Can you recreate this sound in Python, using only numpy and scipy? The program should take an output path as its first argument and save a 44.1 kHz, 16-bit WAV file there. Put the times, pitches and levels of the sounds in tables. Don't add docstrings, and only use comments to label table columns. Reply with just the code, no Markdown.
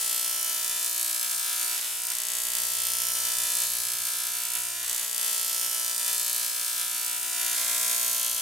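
import sys
import numpy as np
from scipy import signal
from scipy.fft import rfft, irfft, next_fast_len
from scipy.io import wavfile
from scipy.ndimage import uniform_filter1d

SR = 44100
rng = np.random.default_rng(int(sys.argv[2]) if len(sys.argv) > 2 else 0)


def wav_record(signal):
    frames = np.transpose(np.atleast_2d(signal))
    bounded = np.clip(frames, -1, 1)
    quanta = np.round(bounded * 32767).astype(np.int16)
    wavfile.write(sys.argv[1], SR, quanta)


def boost(x):
    u = np.asarray(x, float) / 20
    return 10 ** u


N = 370881

MAINS_HZ = 60
TURN_S = 7.54
MIC_GAP_MS = 0.085
ROOM_T60_S = 0.8

# start_s, end_s, spark arrival within the mains cycle_ms, mains slip_ms_per_s
TAKES = [
    (0, 2.1, 13.0, -.09),
    (1.7, 4.95, 2.11, .09),
    (4.6, 8.41, 13.17, .2),
]
# start_s, end_s
DISSOLVES = [
    (-1, -.5),
    (1.72, 2.08),
    (4.6, 4.92),
    (9, 9.5),
]
# pitch_hz, level_db per Hz
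AIR_SPECTRUM = [(25, -1.5), (45, -15), (65, -1), (130, 1.5), (300, -5.5), (800, -1.5), (3000, -23),
                (16000, -39)]
# centre_s, level_db over the rumble, pitch_hz
THUDS = [
    (7.15, 4, 95),
    (7.82, 4, 90),
    (8.13, 6.5, 120),
]
# time_s, pitch_hz
ENGINE_PITCH = [
    (2.1, 92.3),
    (2.75, 94.5),
    (3.4, 103.6),
    (4.05, 109.3),
    (4.22, 104),
    (4.42, 108.5),
    (5.05, 106.5),
]
# start_s, length_s, level_db, octave_db against the tone, throb depth_0_to_1
ENGINE_SWELLS = [
    (2.246, 0.32, -73, -4, .2),
    (2.62, .66, -63.5, -12, .1),
    (3.37, 0.087, -64, -16.5, 0.3),
    (3.561, 0.51, -66, -8, 0.6),
    (4.15, .07, -71, -4, .1),
    (4.3, .3, -70, -14, .4),
    (4.62, 0.29, -66, -23, 0),
]
# start_s, level_db
UPSETS = [
    (1.775, -44),
    (2.11, -46.5),
    (4.835, -44),
    (4.95, -49),
    (7.545, -44),
    (7.63, -46),
]
# restart_s, ...
STRIKES = [
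    (-.7, 1.761),
    (-.5, 2.111),
    (2.13, 4.831, 7.541),
]
# time_s, spark level_db, direct sound against the room_db
ARC_STRENGTH = [(0.0, -29, 3.5), (1.36, -29.5, 2.5), (1.42, -29, 2), (1.9, -29, 0), (2.1, -33, 3.5),
                (2.53, -29, 3), (3.61, -27.5, 2), (3.72, -30, 2), (4.0, -30, 2), (4.54, -32, 4.5),
                (4.78, -30.5, 0), (4.9, -29.5, 4), (5.1, -33, 3), (5.22, -28.5, 2), (6.07, -29.5, 3),
                (6.3, -29.5, 2.5), (7.1, -31, 3.5), (7.5, -28, -0.5), (7.82, -27, 2), (8.41, -31, 4)]
# time_s, lateness_ms, height jump_0_to_1, level_db against the usual
ODD_SPARKS = [(1.18, 0, 0, -2.5), (1.23, 0, 0, 2.5), (1.78, 0, 0, 2.5), (3.636, 0, 0, .5),
              (3.653, 0, 0, -4), (3.67, 0, 0, -2), (3.686, 0, 0, -1.5), (4.503, 0, 0, 1),
              (4.536, 0, 0, 2.5), (4.553, 0, 0, 2.5), (5.68, 0, 0, -3), (5.93, 0, 0, -2.5),
              (6.08, 0, 0, 2.5), (6.164, 0, 0, -2.5), (6.314, 0, 0, -3.5), (6.514, 0, 0, -2.5),
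              (6.53, 0, 0, -3), (7.181, 0, 0, -3), (2.119, 0, 0, 2.5), (1.796, 0, 0, -20), (2.069, 0, 0, 2),
              (2.103, 0, 0, 5.5), (4.036, 0, 0, -1.5), (4.053, 0, 0, 4), (4.069, 0, 0, 2),
              (4.947, .63, .3, -1), (6.064, 0, 0, 3), (7.63, 0, 0, -6)]
# pitch_hz, level_db per Hz
SPARK_SPECTRUM = [(100, -69), (250, -68.5), (1300, -42.5), (2900, -36.5), (3500, -22), (3750, -14),
                  (5000, -9), (9000, -3.5), (12000, -4), (16000, -12.5)]
# lag with the arc low_ms, change at the top_ms, left_db, right_db
ECHOES = [(.27, -0.06, -18.5, -12.5), (.59, .36, -15, -15), (1.38, -.66, -14, -13), (2.99, 0, -5.5, -6),
          (4.47, -.36, -13, -10), (5.68, -1.3, -12.5, -25), (6.66, -.52, -25, -13), (8.14, -1.38, -13, -15),
          (10.25, -0.35, -30, -14), (11.96, -1.94, -14, -19), (13.35, -1.81, -15, -13),
          (13.45, .59, -17, -21.5), (16.57, -1.6, -20, -12)]
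TURNED_ECHOES = [(.82, -2.2, -9, -11), (3.02, 0.81, -7.5, -7), (4.40, 0.97, -12, -8.5),
                 (5.21, 0.074, -9, -12), (6.4, -0.62, -16, -15), (7.8, -.5, -12, -14), (11.47, 0, -13, -12),
                 (13.33, -3, -16, -14)]
# pitch_hz, level_db
WALL_COLOUR = [(1500, 21), (5000, 0.7), (16000, -2)]
# pitch_hz, then level_db against the spark at four heights
LOW_ARC_MODES = [(180, -43, -47, -47, -49), (240, -38, -39, -38, -40), (300, -43, -45, -48, -47),
                 (360, -42, -42, -41, -40), (420, -38, -40, -40, -40), (480, -35, -35, -36, -37),
                 (540, -47, -44, -39, -38), (600, -32, -33, -33, -35), (660, -30, -31, -30, -30),
                 (720, -35, -34, -32, -33), (780, -38, -40, -40, -40), (840, -35, -38, -38, -41),
                 (900, -28, -31, -33, -36), (960, -42, -33, -28, -26), (1020, -28, -30, -30, -35),
                 (1080, -31, -32, -32, -35), (1140, -33, -36, -35, -38), (1200, -34, -40, -41, -40),
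                 (1260, -38, -44, -36, -34), (1320, -26, -23, -21, -25), (1380, -35, -30, -29, -29),
                 (1440, -29, -32, -32, -34), (1500, -36, -44, -38, -38), (1560, -30, -36, -33, -32),
                 (1620, -26, -30, -34, -35), (1680, -29, -30, -26, -26), (1740, -29, -32, -27, -24),
                 (1800, -33, -35, -39, -33), (1860, -44, -42, -36, -36), (1920, -24, -27, -33, -26)]
LOW_ARC_UPPER_MODES = [(1980, -28, -31, -37, -33), (2040, -27, -31, -30, -29), (2100, -32, -29, -34, -33),
                       (2160, -37, -57, -51, -43), (2220, -27, -34, -38, -34), (2280, -36, -29, -25, -33),
                       (2340, -29, -30, -32, -27), (2400, -31, -30, -29, -23), (2460, -30, -34, -38, -44),
                       (2520, -28, -41, -31, -29), (2580, -34, -31, -31, -30), (2640, -25, -23, -30, -24),
                       (2700, -25, -22, -27, -30), (2760, -31, -28, -31, -28), (2820, -46, -51, -49, -51),
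                       (2880, -32, -32, -40, -33), (2940, -21, -24, -23, -26), (3000, -27, -29, -17, -22),
                       (3060, -28, -22, -32, -28), (3120, -27, -33, -31, -32), (3180, -30, -32, -31, -33),
                       (3240, -26, -23, -22, -28), (3300, -31, -21, -31, -30), (3360, -23, -22, -33, -30),
                       (3420, -29, -35, -34, -24), (3480, -34, -34, -42, -40), (3540, -27, -33, -33, -30),
                       (3600, -27, -22, -29, -20), (3660, -29, -30, -27, -25)]
# pitch_hz, then level_db at four heights
HIGH_ARC_MODES = [(180, -52, -50, -48, -49), (240, -41, -41, -41, -40), (300, -52, -49, -46, -41),
                  (360, -39, -37, -36, -34), (420, -41, -42, -42, -40), (480, -38, -40, -41, -39),
                  (540, -36, -36, -35, -34), (600, -37, -42, -46, -45), (660, -30, -32, -34, -33),
                  (720, -33, -34, -32, -29), (780, -38, -37, -35, -34), (840, -41, -38, -36, -35),
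                  (900, -40, -51, -42, -37), (960, -27, -29, -28, -25), (1020, -45, -40, -32, -27),
                  (1080, -35, -36, -37, -39), (1140, -40, -40, -42, -46), (1200, -41, -38, -36, -39),
                  (1260, -32, -27, -24, -25), (1320, -34, -26, -24, -26), (1380, -28, -26, -25, -23),
                  (1440, -38, -31, -31, -27), (1500, -46, -36, -35, -32), (1560, -35, -33, -28, -28),
                  (1620, -30, -29, -26, -27), (1680, -28, -27, -30, -41), (1740, -28, -27, -22, -27),
                  (1800, -31, -35, -36, -30), (1860, -39, -44, -51, -37), (1920, -31, -42, -39, -28)]
HIGH_ARC_UPPER_MODES = [(1980, -39, -32, -37, -31), (2040, -34, -35, -28, -40), (2100, -30, -29, -29, -34),
                        (2160, -44, -45, -33, -28), (2220, -34, -28, -33, -29), (2280, -27, -28, -34, -25),
                        (2340, -27, -22, -22, -22), (2400, -28, -29, -36, -27), (2460, -47, -50, -31, -27),
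                        (2520, -31, -38, -31, -46), (2580, -30, -27, -28, -28), (2640, -25, -23, -29, -23),
                        (2700, -27, -28, -23, -20), (2760, -30, -28, -28, -25), (2820, -40, -36, -35, -45),
                        (2880, -53, -28, -26, -38), (2940, -26, -31, -30, -20), (3000, -20, -25, -29, -22),
                        (3060, -30, -23, -21, -28), (3120, -30, -36, -33, -28), (3180, -35, -32, -35, -35),
                        (3240, -29, -33, -29, -32), (3300, -25, -21, -28, -26), (3360, -32, -25, -20, -24),
                        (3420, -29, -30, -26, -24), (3480, -36, -35, -35, -32), (3540, -31, -27, -30, -36),
                        (3600, -27, -24, -23, -27), (3660, -26, -28, -22, -24)]
# pitch_hz, arc at the rod tips_db, just after the turn_db, a little later_db
LATE_MODES = [(180, -49, -47, -45), (240, -41, -36, -36), (300, -40, -47, -44), (360, -33, -42, -40),
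              (420, -42, -39, -38), (480, -37, -35, -35), (540, -35, -40, -39), (600, -48, -32, -31),
              (660, -29, -26, -28), (720, -28, -29, -32), (780, -35, -40, -39), (840, -40, -38, -36),
              (900, -44, -33, -30), (960, -24, -32, -30), (1020, -25, -24, -26), (1080, -36, -31, -29),
              (1140, -33, -30, -32), (1200, -43, -35, -38), (1260, -36, -37, -38), (1320, -25, -24, -21),
              (1380, -28, -22, -25), (1440, -20, -42, -33), (1500, -27, -43, -41), (1560, -31, -27, -33),
              (1620, -26, -27, -32), (1680, -31, -24, -25), (1740, -21, -30, -31), (1800, -41, -38, -35),
              (1860, -50, -35, -36), (1920, -23, -27, -31)]
LATE_UPPER_MODES = [(1980, -23, -37, -38), (2040, -38, -22, -26), (2100, -29, -25, -26),
                    (2160, -35, -45, -49), (2220, -31, -44, -41), (2280, -34, -23, -27),
                    (2340, -22, -26, -28), (2400, -21, -23, -33), (2460, -32, -30, -31),
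                    (2520, -46, -29, -31), (2580, -36, -30, -31), (2640, -29, -26, -23),
                    (2700, -19, -30, -24), (2760, -26, -30, -28), (2820, -46, -39, -47),
                    (2880, -28, -31, -28), (2940, -24, -32, -21), (3000, -23, -31, -24),
                    (3060, -23, -29, -21), (3120, -31, -36, -29), (3180, -36, -35, -29),
                    (3240, -29, -23, -18), (3300, -24, -22, -18), (3360, -26, -29, -24),
                    (3420, -27, -35, -34), (3480, -37, -31, -47), (3540, -36, -30, -27),
                    (3600, -28, -23, -22), (3660, -19, -20, -29)]
# pitch_hz, phase_rad
MODE_SKEW = [(300, .12), (750, 0.23), (1200, 0.18), (1600, 0.029), (2500, 0.12), (3400, 0.27)]


def rms_one(x):
    return x / np.sqrt(np.mean(x ** 2) + 1e-20)


def along(rows, s):
    t, *columns = np.transpose(rows)
    return [np.interp(s, t, c) for c in columns]


def colour(points, size):
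    hz, level_db = np.transpose(points)
    grid = np.maximum(np.fft.rfftfreq(size, 1 / SR), 1)
    return boost(np.interp(np.log(grid), np.log(hz), level_db))


def dissolve(rise, fall, s):
    return np.interp(s, rise, [0, 1]) * np.interp(s, fall, [1, 0])


def room_air(side_db):
    mid, side = irfft(rfft(rng.standard_normal((2, N))) * colour(AIR_SPECTRUM, N), N)
    t = np.arange(N) / SR
    power = np.zeros(N)
    for take_db, rise, fall in zip((-67.5, -67, -65.5), DISSOLVES, DISSOLVES[1:]):
        power += (boost(take_db) * dissolve(rise, fall, t)) ** 2
    return np.sqrt(power) * rms_one(mid + boost(side_db) * side * [[1], [-1]])


def handling(width_hz):
    centre_hz, from_s, thud_s, level_db = 62.7, 6.8, 0.05, -72
    t = np.arange(N) / SR
    band = signal.butter(2, [centre_hz - width_hz, centre_hz + width_hz], "band", fs=SR, output="sos")
    out = rms_one(signal.sosfilt(band, rng.standard_normal(N))) * np.clip(t - from_s, 0, 1)
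    for s, over_db, hz in THUDS:
        swell = np.exp(-((t - s) / thud_s) ** 2)
        out += boost(over_db) * swell * np.sin(2 * np.pi * hz * (t - s))
    return boost(level_db + np.array([[1.5], [-1.5]])) * out


def drone():
    edge_s, throb_hz = 0.056, 14
    t = np.arange(N) / SR
    hz, = along(ENGINE_PITCH, t)
    phase = 2 * np.pi * np.cumsum(hz) / SR
    out = np.zeros(N)
    for start, length, level_db, octave_db, throb in ENGINE_SWELLS:
        to_edge = np.minimum(t - start, start + length - t)
        shape = np.clip(to_edge / edge_s + 1, 0, 1) ** 2
        tone = (1 + throb * np.sin(2 * np.pi * throb_hz * t)) * np.sin(phase)
        octave = boost(octave_db) * np.sin(2 * phase)
        out += shape * boost(level_db) * (tone + octave)
    return np.sqrt(2) * out * boost(np.array([[1.2], [-1.2]]))


def upsets():
    t60_s, attack_s = 1, 0.0021
    t = np.arange(N) / SR
    shape = np.zeros(N)
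    for s, level_db in UPSETS:
        decay = boost(level_db - 60 * np.maximum(t - s, 0) / t60_s)
        shape += decay * np.clip((t - s) / attack_s, 0, 1)
    band = signal.butter(2, (445, 2720), "band", fs=SR, output="sos")
    return shape * rms_one(signal.sosfilt(band, np.diff(rng.standard_normal(N + 1))))


def climb(strikes, s, linger):
    last = np.array(strikes)[np.searchsorted(strikes, s) - 1]
    rising = np.polyval((.07, .18, .06), s - last - linger)
    followed = -.15 * (s - last)
    return np.where(last > TURN_S, followed, rising)


def sparks(jitter_ms, flicker_db, surge_db, wriggle):
    late_ms_per_height, bend_db = .56, .9
    linger_s = (.2, .1, 0)
    out = []
    for take, strikes, linger, rise, fall in zip(TAKES, STRIKES, linger_s, DISSOLVES, DISSOLVES[1:]):
        start, end, phase_ms, slip = take
        first = np.ceil(start * MAINS_HZ) - 30 * (start == 0)
        cycle = np.arange(first, end * MAINS_HZ) / MAINS_HZ
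        height = climb(strikes, cycle + phase_ms / 1000, linger)
        arrival_ms = phase_ms + slip * (cycle - start) + late_ms_per_height * height
        chance = rng.standard_normal((len(cycle), 4))
        surge = uniform_filter1d(chance[:, 3], size=6) * np.sqrt(6)
        bend = uniform_filter1d(chance[:, 1], size=5) * np.sqrt(5)
        s = cycle + (arrival_ms + jitter_ms * chance[:, 0]) / 1000
        fade = dissolve(rise, fall, s)
        strength_db, direct_db = along(ARC_STRENGTH, s)
        for when, late_ms, jump, odd_db in ODD_SPARKS:
            this = (abs(s - when) < .5 / MAINS_HZ) & (fade > .7)
            s = s + this * late_ms / 1000
            height = height + this * jump
            strength_db = strength_db + this * odd_db
        size = fade * boost(strength_db + flicker_db * chance[:, 2] + surge_db * surge)
        out.append([s, height + wriggle * chance[:, 1], size, boost(direct_db + bend_db * bend)])
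    return np.concatenate(out, axis=1)


def lay(s, size, fine=3):
    length = next_fast_len(N + SR)
    out = []
    for when, how in zip(s, size):
        at = np.round(when.ravel() * SR * fine).astype(int)
        inside = at < N * fine
        clicks = np.bincount(at[inside] % (length * fine), how.ravel()[inside], length * fine)
        out.append(rfft(clicks)[:length // 2 + 1])
    return np.array(out), length


def wall_echoes(table, s, height, size, shimmer_db):
    lag_ms, slide_ms, left_db, right_db = np.transpose(table)
    when = s[:, None] + (lag_ms + slide_ms * height[:, None]) / 1000
    lead = np.clip((left_db - right_db) / 4, -1, 1) * MIC_GAP_MS / 4000
    gain = size[:, None] * boost(shimmer_db * rng.standard_normal(when.shape))
    return np.array([when - lead, when + lead]), np.array([gain * boost(left_db), gain * boost(right_db)])


def diffuse(s, height, size, count, spread_db, pan_db, shimmer_db):
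    room_db, turned_db = -16, 1
    a, b, c, d = rng.random((count, 4)).T
    lag = 0.0004855 + .75 * ROOM_T60_S * a ** 1.3
    slide_ms = 2.4 * b - 2.0
    when = s[:, None] + lag + slide_ms / 1000 * height[:, None]
    side = np.sign(c - .5) * abs(2 * c - 1) ** 3.1
    image_db = room_db - 60 * lag / ROOM_T60_S + spread_db * (2 * d - 1)
    polarity = np.sign(rng.random(count) - .3)
    gain = size[:, None] * boost(image_db) * polarity
    gain = gain * boost(turned_db * (s > TURN_S))[:, None]
    gain = gain * boost(shimmer_db * rng.standard_normal(when.shape))
    lead = side * MIC_GAP_MS / 2000
    return np.array([when - lead, when + lead]), np.array([gain * boost(pan_db * side), gain * boost(-pan_db * side)])


def standing_waves(s, height, size, width_hz, skew):
    heights = (.12, .2, .29, .38, .48, .59, .7, .82, .98)
    turned_at_s = (7.85, 8.25)
    rough_ms = .032
    widen_hz_per_khz, turn_rad_per_khz = 8, .2
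    after = s > TURN_S
    share = [np.interp(height, heights, row) * ~after for row in np.eye(len(heights))]
    share += [np.interp(s, turned_at_s, row) * after for row in np.eye(2)]
    unsteady = s + rough_ms / 1000 * rng.standard_normal((len(share), len(s)))
    drive, length = lay(unsteady, size * np.array(share), fine=1)
    grid = np.fft.rfftfreq(length, 1 / SR)
    out = np.zeros((2, length // 2 + 1), complex)
    per_cycle = SR / MAINS_HZ / np.sqrt(2)
    low = LOW_ARC_MODES + LOW_ARC_UPPER_MODES
    high = HIGH_ARC_MODES + HIGH_ARC_UPPER_MODES
    late = LATE_MODES + LATE_UPPER_MODES
    chance = 2 * rng.random((len(low), 2)) - 1
    for (hz, *low_db), (_, *high_db), (_, *late_db), (phase, lean) in zip(low, high, late, chance):
        near = slice(*np.searchsorted(grid, [hz - 3 * MAINS_HZ, hz + 3 * MAINS_HZ]))
        offset_hz = grid[near] - hz
        wander = np.cumsum(rng.standard_normal(len(share)))
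        turn = np.exp(1j * turn_rad_per_khz * hz / 1000 * wander)
        kicks = boost(np.array([*low_db, *high_db, *late_db])) * turn @ drive[:, near]
        ring = per_cycle * kicks / (1 + 2j * offset_hz / (width_hz + widen_hz_per_khz * hz / 1000))
        ring = ring * np.exp(.5 * (2 * np.pi * hz * rough_ms / 1000) ** 2)
        step = offset_hz / MAINS_HZ
        ring = ring * np.sinc(step) * np.exp(-1j * np.pi * step)
        spread = np.interp(hz, (900, 1500), [np.pi, 2.1])
        half_gap = along(MODE_SKEW, hz)[0] * (np.sign(lean) + skew * lean)
        out[:, near] += -1j * ring * np.exp(1j * spread * phase + 1j * half_gap * np.array([[1], [-1]]))
    return out


def arc():
    s, height, size, direct = sparks(jitter_ms=.005, flicker_db=.9, surge_db=.25, wriggle=.0035)
    after = s > TURN_S
    straight = wall_echoes([(0, 0, 0, 0)], s, height, size * direct * boost(.8), shimmer_db=.6)
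    before = wall_echoes(ECHOES, s, height, size * ~after, shimmer_db=1.3)
    turned = wall_echoes(TURNED_ECHOES, s, height, size * after, shimmer_db=1.3)
    far = diffuse(s, height, size, count=1000, spread_db=4.5, pan_db=7.5, shimmer_db=.8)
    images, length = lay(*(np.concatenate(parts, axis=2) for parts in zip(straight, before, turned)))
    images = images + lay(*far)[0] * colour(WALL_COLOUR, length)
    top_hz = 15850
    pulse = -1j * colour(SPARK_SPECTRUM, length) * (np.fft.rfftfreq(length, 1 / SR) < top_hz)
    snaps = boost(np.array([[28.9], [29.2]])) * images * pulse
    modes = standing_waves(s, height, size, width_hz=10, skew=.5)
    return irfft(snaps + modes, length)[:, :N]


def scene():
    background = room_air(side_db=-5.5) + handling(width_hz=7.6) + drone()
    return background + upsets() + arc()


def band_limit(x):
    return signal.sosfilt(signal.butter(12, 15850, fs=SR, output="sos"), x)


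def record(dry):
    return band_limit(dry)


dry = scene()
out = record(dry)
wav_record(out)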